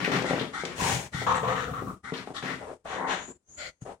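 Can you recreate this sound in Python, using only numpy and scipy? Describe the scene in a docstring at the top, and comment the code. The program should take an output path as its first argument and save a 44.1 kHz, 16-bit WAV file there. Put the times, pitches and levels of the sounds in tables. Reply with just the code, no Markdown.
"""A small dog dashes over carpet, dives into its bedding and scuffles out of sight behind an armchair.
Its paws excite damped floor resonances; coat, claws and bedding make friction noise. It huffs,
whimpers, gives a long breathy growl, grunts, snorts, whistles thinly and sniffs: turbulent air,
smooth or chopped by loose throat tissue, is filtered by the resonances of throat, mouth and nose.
A furnished room reverberates, and a noise gate shuts in the pauses."""
import sys
import numpy as np
from scipy import signal
from scipy.fft import rfft, irfft, next_fast_len
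from scipy.io import wavfile
from scipy.ndimage import uniform_filter1d

SR = 44100
rng = np.random.default_rng(int(sys.argv[2]) if len(sys.argv) > 2 else 0)


def put_to_file(sound):
    """Save the sound as 16-bit audio at rate SR, in the file named by the first command-line argument."""
    columns = np.atleast_2d(sound).T  # one column per channel
    safe = np.clip(columns, -1, 1)
    whole_steps = np.round(safe * 32767)
    wavfile.write(sys.argv[1], SR, whole_steps.astype(np.int16))


N = 176400

# footfalls: t/s, level/dB, f/Hz
FOOTFALLS = [(.078, -26.5, 327), (0.098, -35.5, 330), (0.144, -35, 260), (.221, -30, 343), (.245, -27, 493),
             (0.3089, -23, 420), (0.3326, -24, 385), (.381, -30, 480), (0.412, -29, 300),
             (.636, -30.5, 347), (0.821, -33.5, 150), (1.146, -36.5, 118.6), (1.218, -32.5, 466),
             (2.122, -30.5, 305), (1.822, -34, 307), (1.91, -39.5, 261), (2.274, -35.5, 450),
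             (2.305, -36, 404), (2.437, -37, 348), (3.82, -45, 140)]
# spectra of rubbing or breath, of low rumble and of the snorting nose: f/Hz, level/dB
RUB_SPECTRUM = [(50, -34), (130, -8), (270, -3), (550, -12.5), (1900, -10), (3200, -18), (6700, -29),
                (15500, -50.5)]
RUMBLE_SPECTRUM = [(25, -46), (50, -11), (80, 1), (160, 1), (260, -2), (400, -15.5), (900, -38)]
NASAL_SPECTRUM = [(300, -12.5), (1600, 4.5), (2400, -1), (3700, -3), (5000, -17), (6600, -8.5),
                  (10000, -28), (15000, -65.5)]
# muzzle resonances: f/Hz, bandwidth/Hz, level/dB
MUZZLE_FORMANTS = [(990, 220, -10), (1530, 480, -2), (2050, 430, 0)]


def amp(db):
    return 10 ** (np.asarray(db) / 20)


def unit(x):
    return x / np.sqrt(np.mean(x ** 2) + 1e-20)


def clock():
    return np.arange(N) / SR


def noise():
    return rng.standard_normal(N)


def along(points, hz):
    """Interpolation of (f/Hz, value) points on a logarithmic frequency axis."""
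    f, v = np.transpose(points)
    return np.interp(np.log(hz + 1), np.log(f + 1), v)


def burst(start, length, rise, t60):
    """Envelope with linear attack, hold and exponential decay; all times in seconds."""
    first, last = int(np.clip(start * SR, 0, N)), int(np.clip((start + length + 2 * t60) * SR, 0, N))
    t, out = np.arange(first, last) / SR - start, np.zeros(N)
    out[first:last] = np.clip(t / rise, 0, 1) * amp(-60 * np.maximum(t - length, 0) / t60)
    return out


def filtered(x, response):
    """Linear filtering: the spectrum of x times a frequency response."""
    size = next_fast_len(N + 8192)
    return irfft(rfft(x, size) * response(np.fft.rfftfreq(size, 1 / SR)), size)[..., :N]


def coloured(x, spectrum):
    """Spectral shaping by (f/Hz, level/dB) points, to rms 1."""
    return unit(filtered(x, lambda hz: amp(along(spectrum, hz))))


def resonate(x, peaks):
    """Parallel fourth-order resonators (f/Hz, bandwidth/Hz, level/dB), to rms 1."""
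    def response(f):
        return sum(amp(db) * (1j * f * width / (hz * hz - f * f + 1j * f * width)) ** 2
                   for hz, width, db in peaks)
    return unit(filtered(x, response))


def glide(x, hz, width_hz):
    """A moving resonance by heterodyning: shift down, low-pass, shift back, to rms 1."""
    carrier = np.exp(2j * np.pi * np.cumsum(hz) / SR)
    lowpass = signal.butter(2, width_hz / 2, fs=SR, output="sos")
    return unit((signal.sosfilt(lowpass, x / carrier) * carrier).real)


def grainy(share, rate):
    """Friction noise with a share of its power in random slips, rate per second."""
    return np.sqrt(1 - share) * noise() + np.sqrt(share) * unit(noise() * (rng.random(N) < rate / SR))


def wobble(rate):
    """Piecewise linear random modulation, rate knots per second."""
    count = int(N / SR * rate) + 2
    return np.interp(clock() * rate, np.arange(count), rng.standard_normal(count))


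def flutter(depth_db, rate_hz=94.9):
    """Amplitude modulation: loose throat tissue chops the airflow into uneven decaying pulses."""
    phase = np.cumsum(rate_hz * np.exp(0.3 * wobble(70))) / SR
    return unit(noise() * amp(-depth_db * (phase % 1) + 0.57 * wobble(45)))


def floor_ring(x, hz, spread=1.17):
    """Heavy damping makes the resonance of a paw on the floor broad and dull."""
    band_hz = [hz / (1 + spread), hz * (1 + spread / 2)]
    return signal.sosfilt(signal.butter(2, band_hz, "band", fs=SR, output="sos"), x)


def scuffs():
    """Sliding friction of coat and paws gives strokes of grainy noise."""
    strokes = [(0, 0.09, -32.5), (0.115, 0.038, -27.5), (0.162, 0.033, -36.5), (0.289, 0.13, -34.5),
               (0.637, 0.092, -40.5), (2.132, 0.07, -39.5), (2.423, 0.094, -35.5)]  # t/s, duration/s, level/dB
    envelope = sum(amp(db) * burst(t, length, rise=0.0026, t60=0.27) for t, length, db in strokes)
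    return envelope * coloured(grainy(0.25, rate=500), RUB_SPECTRUM)


def scratches():
    """Stick-slip friction of dragging claws excites one band per stroke."""
    strokes = [(.042, .018, -27, 1950), (.386, .035, -39, 3300), (1.353, .014, -42, 7900),
               (2.137, .014, -41, 3200), (2.166, .016, -44, 4300), (2.357, .015, -35, 3600)]  # t/s, duration/s, level/dB, f/Hz
    slips, width_hz = grainy(0.97, rate=640), 1400
    return sum(amp(db) * burst(t, length, rise=0.0026, t60=0.072) * resonate(slips, [(hz, width_hz, 0)])
               for t, length, db, hz in strokes)


def thuds():
    """Impacts of paws and body: a damped floor resonance and a brief contact slap."""
    rise_s, t60_s, slap_t60_s, slap_db, slap_hz = 0.0014, 0.1, 0.01, -1.5, 2600
    out, count = np.zeros(N + SR), SR // 4
    t = np.arange(count) / SR
    envelope = (1 - np.exp(-t / rise_s)) * amp(-60 * t / t60_s)
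    lowpass = signal.butter(2, slap_hz, fs=SR, output="sos")
    for start, db, hz in FOOTFALLS:
        ring = floor_ring(rng.standard_normal(count), hz)
        knock = unit(ring * envelope) * np.sqrt(np.mean(envelope ** 2))
        slap = signal.sosfilt(lowpass, rng.standard_normal(count) * amp(-60 * t / slap_t60_s))
        out[int(start * SR):][:count] += amp(db) * (knock + amp(slap_db) * slap)
    return out[:N]


def first_pushes(boost_db=9.5):
    """The impulse response of the floor gives each footfall its coherent onset."""
    out = np.zeros(N + SR)
    for t, db, hz in FOOTFALLS:
        push = floor_ring(signal.unit_impulse(SR // 10), hz)
        out[int(t * SR):][:len(push)] += amp(db + boost_db) * push / push.max()
    return out[:N]


def claw_ticks():
    """Short, hard contacts have a broad, bright spectrum."""
    ticks = [(.166, -36), (0.223, -32), (.652, -28.5), (0.952, -32), (1.323, -37)]  # t/s, level/dB
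    spectrum = [(500, -30.5), (2500, 12), (7000, 5.5), (10000, -6.5), (15000, -39.5)]  # f/Hz, level/dB
    envelope = sum(amp(db) * burst(t, 0.0019, rise=0.00043, t60=0.018) for t, db in ticks)
    return envelope * coloured(noise(), spectrum)


def huffs():
    """Source and filter: puffs excite muzzle formants that rise as it opens, and hiss at the nose."""
    puffs = [(0.243, 0.068, -34, -8, 0.9), (0.525, 0.09, -36, -9, 0.88), (1.123, 0.11, -37, -5.5, 0.88),
             (2.03, 0.072, -40.5, -15, 0.88), (2.336, 0.047, -39, -6, 0.813),
             (2.445, 0.094, -39.5, -16.5, 0.85)]  # t/s, duration/s, level/dB, relative hiss/dB, initial tuning ratio
    hiss_spectrum = [(1500, -32), (2600, -3.5), (3400, 6), (5000, -3), (6800, -2), (9000, -7.5),
                     (11000, -20), (15000, -40.5)]  # f/Hz, level/dB
    opening_per_s, waver_db = 1.1, 2
    tuning, source, now = np.ones(N), flutter(depth_db=6), clock()
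    for t, length, _, _, ratio in puffs:
        tuning = np.where(now < t, tuning, ratio * (1 + opening_per_s * np.minimum(now - t, length)))
    muzzle = unit(sum(amp(db + waver_db * wobble(20)) * glide(source, hz * tuning, width)
                      for hz, width, db in MUZZLE_FORMANTS))
    breath = muzzle + amp(-7) * coloured(source, RUB_SPECTRUM)
    hiss = coloured(noise(), hiss_spectrum)
    return sum(amp(db) * burst(t, length, rise=0.02, t60=0.1) * (breath + amp(hiss_db) * hiss)
               for t, length, db, hiss_db, _ in puffs)


def dive():
    """A cushioned impact: the bedding rustles by friction and thumps under the dog."""
    bedding_spectrum = [(150, -51), (300, -3.5), (850, 0.5), (1200, -6), (2200, -2.5), (4600, -11.5),
                        (6700, -5.5), (9500, -13.5), (11500, -22), (15500, -27)]  # f/Hz, level/dB
    rustle = amp(-28) * coloured(grainy(0.59, rate=2100), bedding_spectrum)
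    thump = amp(-34.5) * coloured(noise(), RUMBLE_SPECTRUM)
    return burst(start=0.75, length=0.18, rise=0.094, t60=0.38) * (rustle + thump)


def whimper():
    """Breath noise in a narrow, falling resonance squeaks as the dog lands."""
    start_s, length_s, onset_hz, sag_hz_per_s = 0.792, 0.082, 1024, 1200
    hz = onset_hz - sag_hz_per_s * np.clip(clock() - start_s, 0, 2 * length_s)
    return amp(-32.5) * burst(start_s, length_s, rise=0.013, t60=0.17) * glide(noise(), hz, width_hz=130)


def chest_rumble():
    """The low band of a pulsating airflow wavers under the growl."""
    rumble = coloured(flutter(depth_db=9), RUMBLE_SPECTRUM) * unit(amp(1.9 * wobble(24.84)))
    return amp(-40) * burst(start=1.143, length=0.75, rise=0.0053, t60=0.17) * rumble


def growl():
    """Pulsating air excites fixed throat formants, three that move with the mouth, and nasal hiss."""
    pushes = [(1.264, 0.057, -25.5, -9, -12), (1.34, 0.041, -30.5, -3.5, -8.5), (1.428, 0.04, -31, 0, -14),
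              (1.474, 0.064, -31.5, -2.5, -8), (1.552, 0.095, -35, -7, -6.5), (1.67, 0.046, -42, 0.5, -13),
              (1.731, 0.072, -36.5, -13, -16), (1.865, 0.043, -39.5, -12, -27)]  # t/s, duration/s, level/dB, relative throat/dB, relative treble/dB
    throat_formants = [(493, 72, 5.5), (725, 87, 0.5)]  # f/Hz, bandwidth/Hz, level/dB
    formant_path = [(1.28, 1214, 1550), (1.371, 1184, 1820), (1.45, 1040, 1790), (1.549, 1230, 1960),
                    (1.63, 1385, 1600), (1.79, 1205, 1900), (1.92, 1210, 1680)]  # t/s, mouth f/Hz, upper f/Hz
    lower_ratio, fade_db_per_s = 0.763, 34.5
    times, *tracks = np.transpose(formant_path)
    mouth_hz, upper_hz = [np.interp(clock(), times, hz) for hz in tracks]
    source = flutter(depth_db=14)
    throat = resonate(source, throat_formants)
    lower_db = -1.5 - fade_db_per_s * np.maximum(clock() - times[0], 0)
    lower = amp(lower_db) * glide(flutter(depth_db=14), lower_ratio * mouth_hz, width_hz=230)
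    mouth = glide(source, mouth_hz, width_hz=230) + lower
    hiss = amp(2.5) * coloured(flutter(depth_db=10.5), NASAL_SPECTRUM)
    treble = glide(source, upper_hz, width_hz=200) + hiss
    return sum(amp(db) * burst(t, length, rise=0.0053, t60=0.095)
               * (mouth + amp(throat_db) * throat + amp(treble_db) * treble)
               for t, length, db, throat_db, treble_db in pushes)


def grunts():
    """Rough puffs each excite one heavily damped throat resonance and, faintly, the muzzle."""
    puffs = [(2.602, 0.034, -40.5, 626), (2.666, 0.049, -40, 502), (2.848, 0.012, -35.5, 690),
             (3.273, 0.015, -40, 313), (3.847, 0.072, -41.5, 550)]  # t/s, duration/s, level/dB, f/Hz
    source = flutter(depth_db=10)
    breath = amp(-33.5) * resonate(source, MUZZLE_FORMANTS)
    return sum(amp(db) * burst(t, length, rise=0.013, t60=0.17)
               * (resonate(source, [(hz, hz, 0)]) + breath) for t, length, db, hz in puffs)


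def snort():
    """Tissue flutter swells to a rasp in the throat; turbulent air bursts out through the nose."""
    blasts = [(2.855, 0.097, -40), (3.065, 0.068, -30.5)]  # t/s, duration/s, level/dB
    throat_spectrum = [(50, -49), (180, 2.5), (550, 3.5), (980, 7.5), (1350, 0), (2000, -1), (3000, -47.5)]  # f/Hz, level/dB
    start_s, length_s, swell_db_per_s = 2.87, 0.25, 40
    rasp_db = -39 + swell_db_per_s * np.clip(clock() - start_s, 0, length_s)
    rasp = amp(rasp_db) * burst(start_s, length_s, rise=0.044, t60=0.18)
    blast = sum(amp(db) * burst(t, length, rise=0.044, t60=0.29) for t, length, db in blasts)
    throat = coloured(flutter(depth_db=8), throat_spectrum)
    nose = coloured(flutter(depth_db=1.5), NASAL_SPECTRUM)
    return rasp * throat + blast * nose


def nose_whistles():
    """Breath noise drives a narrow nasal resonance that rises and levels off."""
    whistles = [(3.153, 0.18, -47.5, 6570, 7220), (3.427, 0.18, -45.5, 6220, 7160),
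                (3.652, 0.17, -57, 6200, 6580)]  # t/s, duration/s, level/dB, initial f/Hz, final f/Hz
    out = np.zeros(N)
    for t, length, db, from_hz, to_hz in whistles:
        progress = np.clip((clock() - t) / length, 0, 1)
        hz = from_hz + (to_hz - from_hz) * np.sin(np.pi / 2 * progress) ** 2
        out += amp(db) * burst(t, length, rise=0.07, t60=0.15) * glide(noise(), hz, width_hz=500)
    return out


def sniff():
    """Turbulence without flutter excites the resonances of the nostrils."""
    formants = [(596, 130, -3.5), (1440, 195, -5.5), (2070, 540, -5.5), (3220, 620, -12),
                (4300, 900, -11.5), (6760, 870, -17)]  # f/Hz, bandwidth/Hz, level/dB
    return amp(-39) * burst(start=3.565, length=0.1, rise=0.043, t60=0.16) * resonate(noise(), formants)


def dog():
    """Superposition of the dog's noise-driven sounds, with independent noise at each call."""
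    movement = scuffs() + scratches() + thuds() + claw_ticks() + dive()
    voice = huffs() + whimper() + chest_rumble() + growl() + grunts()
    return movement + voice + snort() + nose_whistles() + sniff()


def reverberation(x):
    """Diffuse field: each channel is convolved with noise that decays exponentially in every band."""
    decay_times = [(100, 0.48), (3000, 0.3), (12000, 0.37)]  # f/Hz, T60/s
    hz, t, spectra = signal.stft(rng.standard_normal((2, SR // 2)), SR, nperseg=256)
    decay = amp(-60 * t / along(decay_times, hz)[:, None])
    tail = signal.istft(spectra * decay, SR, nperseg=256)[1]
    return signal.fftconvolve(x, tail / np.linalg.norm(tail[0]), axes=1)[:, :N]


def scatter(pair):
    """Scattering by furniture leaves left and right coherent only in the bass."""
    coherence = [(100, 0.94), (400, 0.89), (1000, 0.46), (2000, 0.004)]  # f/Hz, left-right correlation
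    def weights(hz):
        angle = np.arccos(along(coherence, hz)) / 2
        return np.array([np.cos(angle), np.sin(angle)])
    mid, side = filtered(pair, weights)
    return np.array([mid + side, mid - side])


def place(stereo, lag_s=0.0001):
    """Level and time differences between the channels: the left is louder and slightly later."""
    left_excess = [(60, 1), (180, 5), (4000, 7), (15000, 0.5)]  # f/Hz, left minus right level/dB
    sides = np.array([[0.5], [-0.5]])
    return filtered(stereo, lambda hz: amp(along(left_excess, hz) * sides)
                    * np.exp(-2j * np.pi * hz * lag_s * sides))


def scene():
    """Direct sound, reverberant field and steady background noise add and spread into stereo."""
    background_spectrum = [(25, -8), (70, 7.5), (600, -6), (4000, -21.5), (9000, -14), (15000, -47.5)]  # f/Hz, level/dB
    pair = np.array([dog() + first_pushes(), dog()])  # mid and side
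    background = amp(-54.5) * coloured(np.array([noise(), noise()]), background_spectrum)
    return place(scatter(amp(-2) * pair + amp(-4) * reverberation(pair) + background))


def record(dry):
    """Downward expansion: a noise gate turns quiet moments down; a band limit cuts the top treble."""
    threshold_db, range_db, slope, window_s, top_hz = -43, 25, 3.23, 0.025, 15900
    power = uniform_filter1d(np.mean(dry ** 2, axis=0), int(window_s * SR))
    level_db = 10 * np.log10(np.abs(power) + 1e-12)
    gain_db = np.clip(slope * (level_db - threshold_db), -range_db, 0)
    gain = amp(uniform_filter1d(gain_db, size=441))  # smoothed over 10 ms
    return filtered(dry * gain, lambda hz: hz < top_hz)


dry = scene()
out = record(dry)
put_to_file(out)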